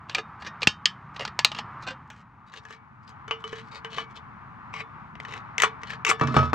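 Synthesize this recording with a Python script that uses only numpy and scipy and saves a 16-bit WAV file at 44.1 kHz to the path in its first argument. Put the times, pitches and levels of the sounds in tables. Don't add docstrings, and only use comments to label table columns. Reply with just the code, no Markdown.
import sys
import numpy as np
from scipy import signal
from scipy.fft import rfft, irfft, next_fast_len
from scipy.io import wavfile
from scipy.ndimage import map_coordinates

SR = 44100
rng = np.random.default_rng(int(sys.argv[2]) if len(sys.argv) > 2 else 0)


def digitize_waveform(pressure):
    field = np.atleast_2d(pressure).T
    bounded = np.clip(field, -1, 1)
    quanta = np.round(bounded * 32767).astype(np.int16)
    wavfile.write(sys.argv[1], SR, quanta)


N = 288414

# start_s, level_db, main_resonance_hz, bass_shelf_db (more where they bear on the can)
CLACKS = [(0.0958, -23, 1520, -6.5), (.148, -9.5, 2380, -15), (.422, -27, 1700, -1),
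          (0.6189, -18, 2780, -14.5), (0.6247, -23.5, 2670, -22), (0.631, -10.5, 2392, -11),
          (.672, 2, 2690, -14), (0.8564, -1, 3150, -23.5), (1.164, -27, 1055, -7), (1.195, -22.5, 1270, -1),
          (1.251, -16.5, 1390, -10), (1.277, -23, 1930, -9.5), (1.391, -7.5, 884, -9),
          (1.4474, 1.5, 3950, -11.5), (1.5169, -20.5, 2960, -3.5), (1.548, -23.5, 2850, -8),
          (1.568, -32.5, 3180, -32), (1.587, -18, 834, -0.5)]
# start_s, level_db, main_resonance_hz
CRACKS = [(4.7396, -20, 2237), (5.154, -29, 2080), (5.201, -20.5, 2120), (5.2505, -21, 1820),
          (5.3373, -21, 2000), (5.5811, -7.5, 2024), (5.6007, -8, 2010), (5.6204, -3.5, 2220),
          (5.834, -21.5, 2170), (5.903, -17.5, 1730), (5.934, -21.5, 1650), (6.0493, -6.5, 2096),
          (6.0811, -12, 2480), (6.1972, -18.5, 1780), (6.273, -17, 5200)]
# start_s, level_db, main_resonance_hz, ring_db (relative)
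BUCKLES = [(2.102, -35.5, 1450, -25), (2.538, -34.5, 1650, -30), (2.6518, -36.5, 1730, -17),
           (2.7067, -39, 1690, -5.5), (3.0923, -44, 1190, -23), (3.28, -33.5, 1390, -6.5),
           (3.3099, -18.5, 2860, -8), (3.4407, -31, 1205, 2), (3.529, -29.5, 1670, -2.5),
           (3.8471, -29, 1560, -6), (3.9751, -34, 1227, 1), (3.983, -19.5, 1150, -7.5),
           (5.6354, -7.5, 1240, -22.5), (6.1135, -10.5, 1193, -17)]
# start_s, can_level_db, table_boom_db
DROPS = [(6.211, -9, -20), (6.283, -21.5, -23.5), (6.343, -14.5, -25), (6.3653, -3.5, -14),
         (6.43, -18.5, -30.5), (6.532, -9, -20)]
# start_s, length_s, level_db, main_resonance_hz
SCRAPES = [(0.137, 0.07, -33.5, 2872), (0.44, 0.052, -39, 1700), (0.618, 0.012, -36.5, 486),
           (1.19, 0.06, -36, 1950), (1.553, 0.057, -41, 3170), (1.858, 0.073, -35.5, 521),
           (2.095, 0.15, -62.5, 1470), (2.515, .08, -49.5, 3780), (2.66, 0.12, -53.5, 1720),
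           (3.062, 0.05, -58, 4890), (3.431, 0.23, -50.5, 3160), (3.703, .1, -48.5, 4570),
           (3.886, 0.17, -44.5, 3100), (4.138, 0.06, -49.5, 3160), (5.265, 0.15, -47.5, 2050),
           (5.851, .11, -44.5, 1780), (6.227, 0.29, -42.5, 1460)]
# start_s, length_s, level_db, main_resonance_hz
SHEARS = [(4.731, .08, -38, 2220), (5.586, 0.076, -34.5, 1950), (5.629, 0.011, -23.5, 1220),
          (6.058, .027, -24.5, 2680), (6.078, 0.036, -22, 2450)]

# mode_hz, relative_level_db, t60_s
TOOL_MODES = [(444, -2, .05), (850, -7.5, 0.039), (1228, 1, 0.11), (1715, -2, 0.17), (1854, -8, 0.21),
              (2450, -8, 0.18), (2804, 3, 0.092), (3090, -11, 0.19), (3700, -9.5, 0.19), (3823, -19, 0.072),
              (3997, -6.5, 0.071), (4674, -18.5, 0.072), (4650, -21.5, .12), (5250, -9.5, 0.11),
              (5870, -27.5, 0.078), (6500, -17.5, 0.045), (7760, -24, 0.055)]
# mode_hz, relative_level_db, t60_s
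CAN_MODES = [(431, 3.5, 0.18), (450, 2, 0.25), (644, -13.5, 0.16), (1165, 6.5, 0.13), (1257, -1, 0.15),
             (1743, -7, 0.26), (1950, -22, .12), (2260, -8.5, 0.37), (2300, -12, 0.33), (2470, -13, 0.1),
             (3000, 3, 0.12), (3340, -37.5, 0.078), (3520, -16.5, 0.31), (3560, -45, 0.37),
             (4650, -12.5, .12), (4900, -39, 0.12), (5530, -27.5, 0.25), (7140, -18, 0.081)]
# mode_hz, relative_level_db, t60_s
FALLEN_CAN_MODES = [(442, 3, 0.156), (597, -12, 0.04), (796, -11, .12), (968, 5.5, .12), (1158, 11, 0.11),
                    (1275, 13, 0.21), (1424, -7, 0.22), (1720, -8, .15), (2300, -14, 0.27),
                    (2620, -7, 0.24), (3429, -15.5, .2), (5250, -24.5, 0.19)]
# mode_hz, relative_level_db, t60_s
TABLE_MODES = [(83, -18, 0.7), (127.6, -1.5, 0.24), (141.7, 2.5, 0.28), (235.5, -7, 0.43),
               (293.6, -8, 0.079), (631, -17.5, 0.36)]

# frequency_hz, gain_db
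CLACK_COLOUR = [(60, -15.5), (300, -5.5), (900, 18), (1600, 4.5), (2700, 9), (4000, 5.5), (5200, 8.5),
                (7500, 15.5), (9500, -1), (13000, -8.5), (16000, -17.5)]
# frequency_hz, gain_db
TIN_COLOUR = [(60, -11), (300, -2), (1000, 14.5), (2000, 8.5), (3000, 7.5), (4500, -7.5), (6000, 6),
              (8000, 4), (9500, -17.5), (13000, -12.5), (16000, -24.5)]
# frequency_hz, gain_db
RIM_COLOUR = [(20, -23), (60, -3), (200, 10), (700, 2), (1200, 6), (2000, -8), (3500, -13), (7000, -25.5),
              (12000, -54), (16000, -69)]
# frequency_hz, gain_db
SCRAPE_COLOUR = [(100, -13), (450, 10), (900, 1.5), (1700, 12), (3000, 7.5), (5000, 4), (7500, 2),
                 (9500, -12.5), (13000, -19.5), (14500, -22.5), (16000, -46)]
# frequency_hz, gain_db
SHEAR_COLOUR = [(100, -46), (450, -12), (700, -3), (1200, 10), (2300, 7.5), (3200, 0.5), (4200, -1),
                (6000, -4.5), (8000, -4), (9500, -18), (13000, -20), (16000, -64)]
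# frequency_hz, gain_db
JOLT_COLOUR = [(20, -46), (50, -14.5), (90, -6.5), (150, -4), (260, -9), (450, -8.5), (900, -33.5),
               (2500, -40)]

# time_s, level_db (before trim and wobble)
ROAD_LEVEL = [(0.0, -48.5), (1.03, -48.5), (1.38, -46.5), (1.79, -45), (2.27, -55), (2.76, -57),
              (3.28, -52), (3.45, -52), (4.43, -49), (6.05, -46.5)]
# frequency_hz, relative_level_db
RUMBLE_COLOUR = [(12, -48.5), (20, -25.5), (70, -2), (134, 5), (167, 0.5), (226, -1.5), (308, -13.5),
                 (351, -18.5), (450, -35.5), (580, -66), (990, -120)]
# frequency_hz, relative_level_db
ROAD_COLOUR = [(210, -37), (350, -13), (470, -20.5), (620, -17), (860, -3.5), (1200, 0.5), (1700, -11),
               (2300, -18.5), (3300, -32.5), (5000, -43), (9000, -63)]
# frequency_hz, relative_level_db
HISS_COLOUR = [(1500, -20), (3500, 0), (6800, -1), (8600, -10), (14500, -15), (16000, -30)]
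# frequency_hz, gain_db
AIR_SIDE = [(60, -15.5), (250, -7.5), (450, -1), (1200, -7.5), (2500, -2), (5000, -7)]

# frequency_hz, left_minus_right_db
PORT_LEVEL = [(100, 6.5), (450, -3.5), (800, -1), (1500, 5), (3000, 5), (5000, 12.5), (9000, 18.5),
              (14000, 6)]
# frequency_hz, left_lead_rad
PORT_PHASE = [(80, -.1), (350, -1.1), (2500, -1.1), (5000, -.5), (9000, -.7)]
# frequency_hz, gain_db
PORT_DIFFUSE = [(80, -19), (1200, -12.5), (3000, -13.5), (9000, -8.5)]
# time_s, width_0_to_1
WIDTH = [(1.95, 0.01), (2.2, 0.21), (2.7, 0.87)]

T = np.arange(SR // 4) / SR
GRIP_ENDS_S = 2.45
FIRM_DB, PRESS_DB = -15, -45
REBOUND_S, REBOUND_LOSS_DB = 0.024, 10
SEAT_S, SEAT_DB = 0.055, -16
RUMBLE_BASE_DB, RUMBLE_FOLLOWS = -50.5, 0.87
HISS_DB, HISS_FOLLOWS = -87.5, 0.6


def clacking():
    track = np.zeros(N)
    for s, db, main_hz, body_db in CLACKS:
        hard = db - FIRM_DB
        clack = blow(CLACK_COLOUR, TOOL_MODES, main_hz,
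                     bass_db=body_db, treble_db=-24 + 0.35 * hard,
                     t60=0.031 * np.exp(-0.022 * hard), ring_db=-19.5 - 0.31 * hard, crack_db=-10.5,
                     peak_db=10, peak_octaves=0.085, tail_db=-22.5, tail_t60=0.12)
        add(track, s, amp(db) * clack)
    return track


def jolt(s=0.6735, db=-14, t60=0.0084):
    track = np.zeros(N)
    thump = fade(t60) * np.cos(2 * np.pi * 190 * T)
    push = coloured(thump, lambda hz: along(JOLT_COLOUR, hz))
    add(track, s, -amp(db) * push / np.abs(push).max())
    return track


def cracking():
    track = np.zeros(N)
    for s, db, main_hz in CRACKS:
        hard = db - FIRM_DB
        snap = blow(TIN_COLOUR, CAN_MODES, main_hz,
                    bass_db=-8 - 1.1 * hard, treble_db=-15 + 0.64 * hard,
                    t60=0.018, ring_db=-27.5 - 0.2 * hard, crack_db=-13.5,
                    peak_db=8.5, peak_octaves=0.12, tail_db=-20, tail_t60=0.12)
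        add(track, s, amp(db) * snap)
    return track


def shearing():
    track = np.zeros(N)
    for s, length, db, main_hz in SHEARS:
        press = db - PRESS_DB
        shear = stroke(s, length, SHEAR_COLOUR, main_hz,
                       bass_db=6.5, treble_db=-14 + 1.16 * press,
                       rate=300, spread_db=4.0, hiss=0.3, swell=0.093,
                       sheet_db=16, sheet_t60=0.073, ring_db=-7.5, peak_db=15.5)
        add(track, s, amp(db) * shear)
    return track


def scraping():
    track = np.zeros(N)
    for s, length, level_db, main_hz in SCRAPES:
        seat = min(SEAT_S, length)
        for start, span, db in [(s - seat, seat, level_db + SEAT_DB), (s, length, level_db)]:
            press = db - PRESS_DB
            scrape = stroke(start, span, SCRAPE_COLOUR, main_hz,
                            bass_db=2 + 0.39 * press, treble_db=-8.5 - 0.23 * press,
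                            rate=300 * amp(0.26 * press), spread_db=4.5, hiss=0.46, swell=0.59,
                            sheet_db=-2 + 0.3 * press, sheet_t60=0.07, ring_db=-7.5, peak_db=9)
            add(track, start, amp(db) * scrape)
    return track


def buckling():
    track = np.zeros(N)
    for s, db, main_hz, ring_db in BUCKLES:
        hard = db - FIRM_DB
        pop = blow(TIN_COLOUR, CAN_MODES, main_hz,
                   bass_db=-3.5, treble_db=-27.5 - 0.77 * hard,
                   t60=0.02, ring_db=ring_db, crack_db=-6,
                   peak_db=12.5, peak_octaves=0.1, tail_db=-14.5, tail_t60=0.14)
        add(track, s, amp(db) * pop)
    return track


def landing(can_db=-5.5, rim_db=-11.0, pan_db=-5, count=2):
    can, table = np.zeros(N), np.zeros(N)
    for s, db, boom_db in DROPS:
        for k in range(count):
            start = s + k * REBOUND_S
            rim = crack(lambda hz: along(RIM_COLOUR, hz), t60=0.029, tail_db=-15.5, tail_t60=0.17)
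            hit = amp(can_db) * ring(FALLEN_CAN_MODES) + amp(rim_db) * rim
            rattle = signal.fftconvolve(chatter(), hit)
            add(can, start, amp(db - k * REBOUND_LOSS_DB) * rattle)
            add(table, start, amp(boom_db) * ring(TABLE_MODES))
    table = coloured(table, lambda hz: along([(20, -28), (45, -9), (75, 0)], hz), size=8192)
    return can, table * amp([[pan_db / 2], [-pan_db / 2]])


def chatter(rate=200, db=-7, t60=0.095):
    struck = rng.random(len(T)) < rate / SR
    hits = struck * rng.standard_normal(len(T)) * amp(db) * fade(t60)
    hits[0] = 1
    return hits


def blow(colour, modes, main_hz, bass_db, treble_db, t60, ring_db, crack_db,
         peak_db, peak_octaves, tail_db, tail_t60):
    timbre = voiced(colour, main_hz, bass_db, treble_db, peak_db, peak_octaves)
    return amp(crack_db) * crack(timbre, t60, tail_db, tail_t60) + amp(ring_db) * ring(modes)


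def crack(gain_db, t60, tail_db, tail_t60, size=220):
    burst = rng.standard_normal(len(T)) * fade(t60)
    sound = coloured(burst + amp(tail_db) * shimmer(tail_t60), gain_db)
    return sound / np.sqrt(np.mean(sound[:size] ** 2))


def ring(modes, scatter_db=5.5):
    hz, db, t60 = np.transpose(modes)
    size = amp(db + scatter_db * rng.standard_normal(len(hz)))
    size = size * rng.choice([-1, 1], len(hz))
    tones = sum(g * np.sin(2 * np.pi * f * T) * fade(d) for g, f, d in zip(size, hz, t60))
    return tones / np.linalg.norm(size)


def shimmer(t60, spacing_hz=55, spread_db=4, damped_hz=7500):
    hz = np.fft.rfftfreq(len(T), 1 / SR)
    present = rng.random(len(hz)) < hz[1] / spacing_hz
    lines = present * amp(spread_db * rng.standard_normal(len(hz)))
    lines = lines / (1 + (hz / damped_hz) ** 4)
    phases = np.exp(2j * np.pi * rng.random(len(hz)))
    return unit(irfft(lines * phases, len(T))) * fade(t60)


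def stroke(start, length, colour, main_hz, bass_db, treble_db, rate, spread_db, hiss, swell,
           sheet_db, sheet_t60, ring_db, peak_db):
    n = max(int(length * SR), 64)
    force = slips(n, rate, spread_db, hiss, swell)
    answer = lambda response: unit(signal.fftconvolve(force, response)[:len(force)])
    timbre = voiced(colour, main_hz, bass_db, treble_db, peak_db, peak_octaves=0.099)
    sheet = unit(coloured(unit(force) + amp(sheet_db) * answer(shimmer(sheet_t60)), timbre))
    modes = TOOL_MODES if start < GRIP_ENDS_S else CAN_MODES
    sound = sheet + amp(ring_db) * answer(ring(modes))
    return unit(sound) * np.sqrt(n / len(force))


def slips(n, rate, spread_db, hiss, swell, clump_db=4.5, clumps_per_s=150):
    ticks = (rng.random(n) < rate / SR) * rng.choice([-1, 1], n)
    ticks = ticks * amp(spread_db * rng.standard_normal(n))
    knots = rng.standard_normal(64)
    clumps = amp(clump_db * np.interp(np.arange(n) * clumps_per_s / SR, np.arange(64), knots))
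    friction = (unit(ticks) + hiss * rng.standard_normal(n)) * clumps * np.hanning(n) ** swell
    return np.pad(friction, (0, len(T)))


def voiced(colour, main_hz, bass_db, treble_db, peak_db, peak_octaves):
    def gain_db(hz):
        shelves = bass_db * bass(hz) + treble_db * treble(hz)
        return along(colour, hz) + shelves + peak_db * bump(hz, main_hz, peak_octaves)
    return gain_db


def bass(hz):
    return along([(1000, 0.98), (1700, 0.15)], hz)


def treble(hz):
    return along([(4500, 0), (7500, 1)], hz)


def bump(hz, centre_hz, octaves):
    return 1 / (1 + (np.log2((hz + 1) / centre_hz) / octaves) ** 2)


def outdoors(trim_db=1.1):
    road_db, = curves(ROAD_LEVEL)
    swing_db = road_db - road_db.mean()
    rumble_db = RUMBLE_BASE_DB + RUMBLE_FOLLOWS * swing_db + 0.42 * wobble(13)
    rumble = amp(rumble_db) * background_noise(RUMBLE_COLOUR)
    road = amp(road_db + trim_db + 1.6 * wobble(7)) * background_noise(ROAD_COLOUR)
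    hiss = amp(HISS_DB + HISS_FOLLOWS * swing_db) * background_noise(HISS_COLOUR)
    mid, around = rumble + road + hiss
    width, = curves(WIDTH)
    return mid, width * filtered(around, lambda hz: amp(along(AIR_SIDE, hz)))


def background_noise(spectrum):
    return unit(filtered(rng.standard_normal((2, N)), lambda hz: amp(along(spectrum, hz))))


def ports(mid):
    ratio = lambda hz: amp(along(PORT_LEVEL, hz)) * np.exp(1j * along(PORT_PHASE, hz))
    direct = filtered(mid, lambda hz: (ratio(hz) - 1) / (ratio(hz) + 1))
    scatter = rng.standard_normal(len(T)) * fade(0.07)
    scattered = signal.oaconvolve(mid, scatter / np.linalg.norm(scatter))[:N]
    diffuse = filtered(scattered, lambda hz: amp(along(PORT_DIFFUSE, hz)))
    width, = curves(WIDTH)
    side = width * (direct + diffuse)
    return np.array([mid + side, mid - side])


def amp(db):
    return 10 ** (np.asarray(db) / 20)


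def unit(x):
    return x / np.sqrt(np.mean(x ** 2) + 1e-20)


def along(points, hz):
    f, v = np.transpose(points)
    return np.interp(np.log(hz + 1), np.log(f + 1), v)


def curves(rows):
    s, *cols = np.transpose(rows)
    return [np.interp(np.arange(N) / SR, s, c) for c in cols]


def wobble(rate):
    knots = rng.standard_normal(int(N * rate / SR) + 4)
    return map_coordinates(knots, [np.arange(N) * rate / SR])


def fade(t60):
    return np.exp(-np.log(1000) * T / max(t60, 1e-3))


def filtered(x, response):
    n = x.shape[-1]
    m = next_fast_len(n + SR // 4)
    return irfft(rfft(x, m) * response(np.fft.rfftfreq(m, 1 / SR)), m)[..., :n]


def coloured(x, gain_db, size=2048):
    cepstrum = irfft(np.log(amp(gain_db(np.fft.rfftfreq(size, 1 / SR)))))
    cepstrum[1:size // 2] *= 2
    cepstrum[size // 2 + 1:] = 0
    impulse = irfft(np.exp(rfft(cepstrum)))
    return signal.fftconvolve(x, impulse)[:len(x)]


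def add(track, s, sound):
    part = track[max(round(s * SR), 0):][:len(sound)]
    part += sound[:len(part)]


def scene():
    can, table = landing()
    air, around = outdoors()
    cutting = clacking() + jolt() + cracking() + shearing() + scraping() + buckling()
    return ports(cutting + can + air) + table + np.array([around, -around])


def record(dry):
    return filtered(np.clip(dry, -1, 1), lambda hz: np.clip((16100 - hz) / 1200, 0, 1))


dry = scene()
out = record(dry)
digitize_waveform(out)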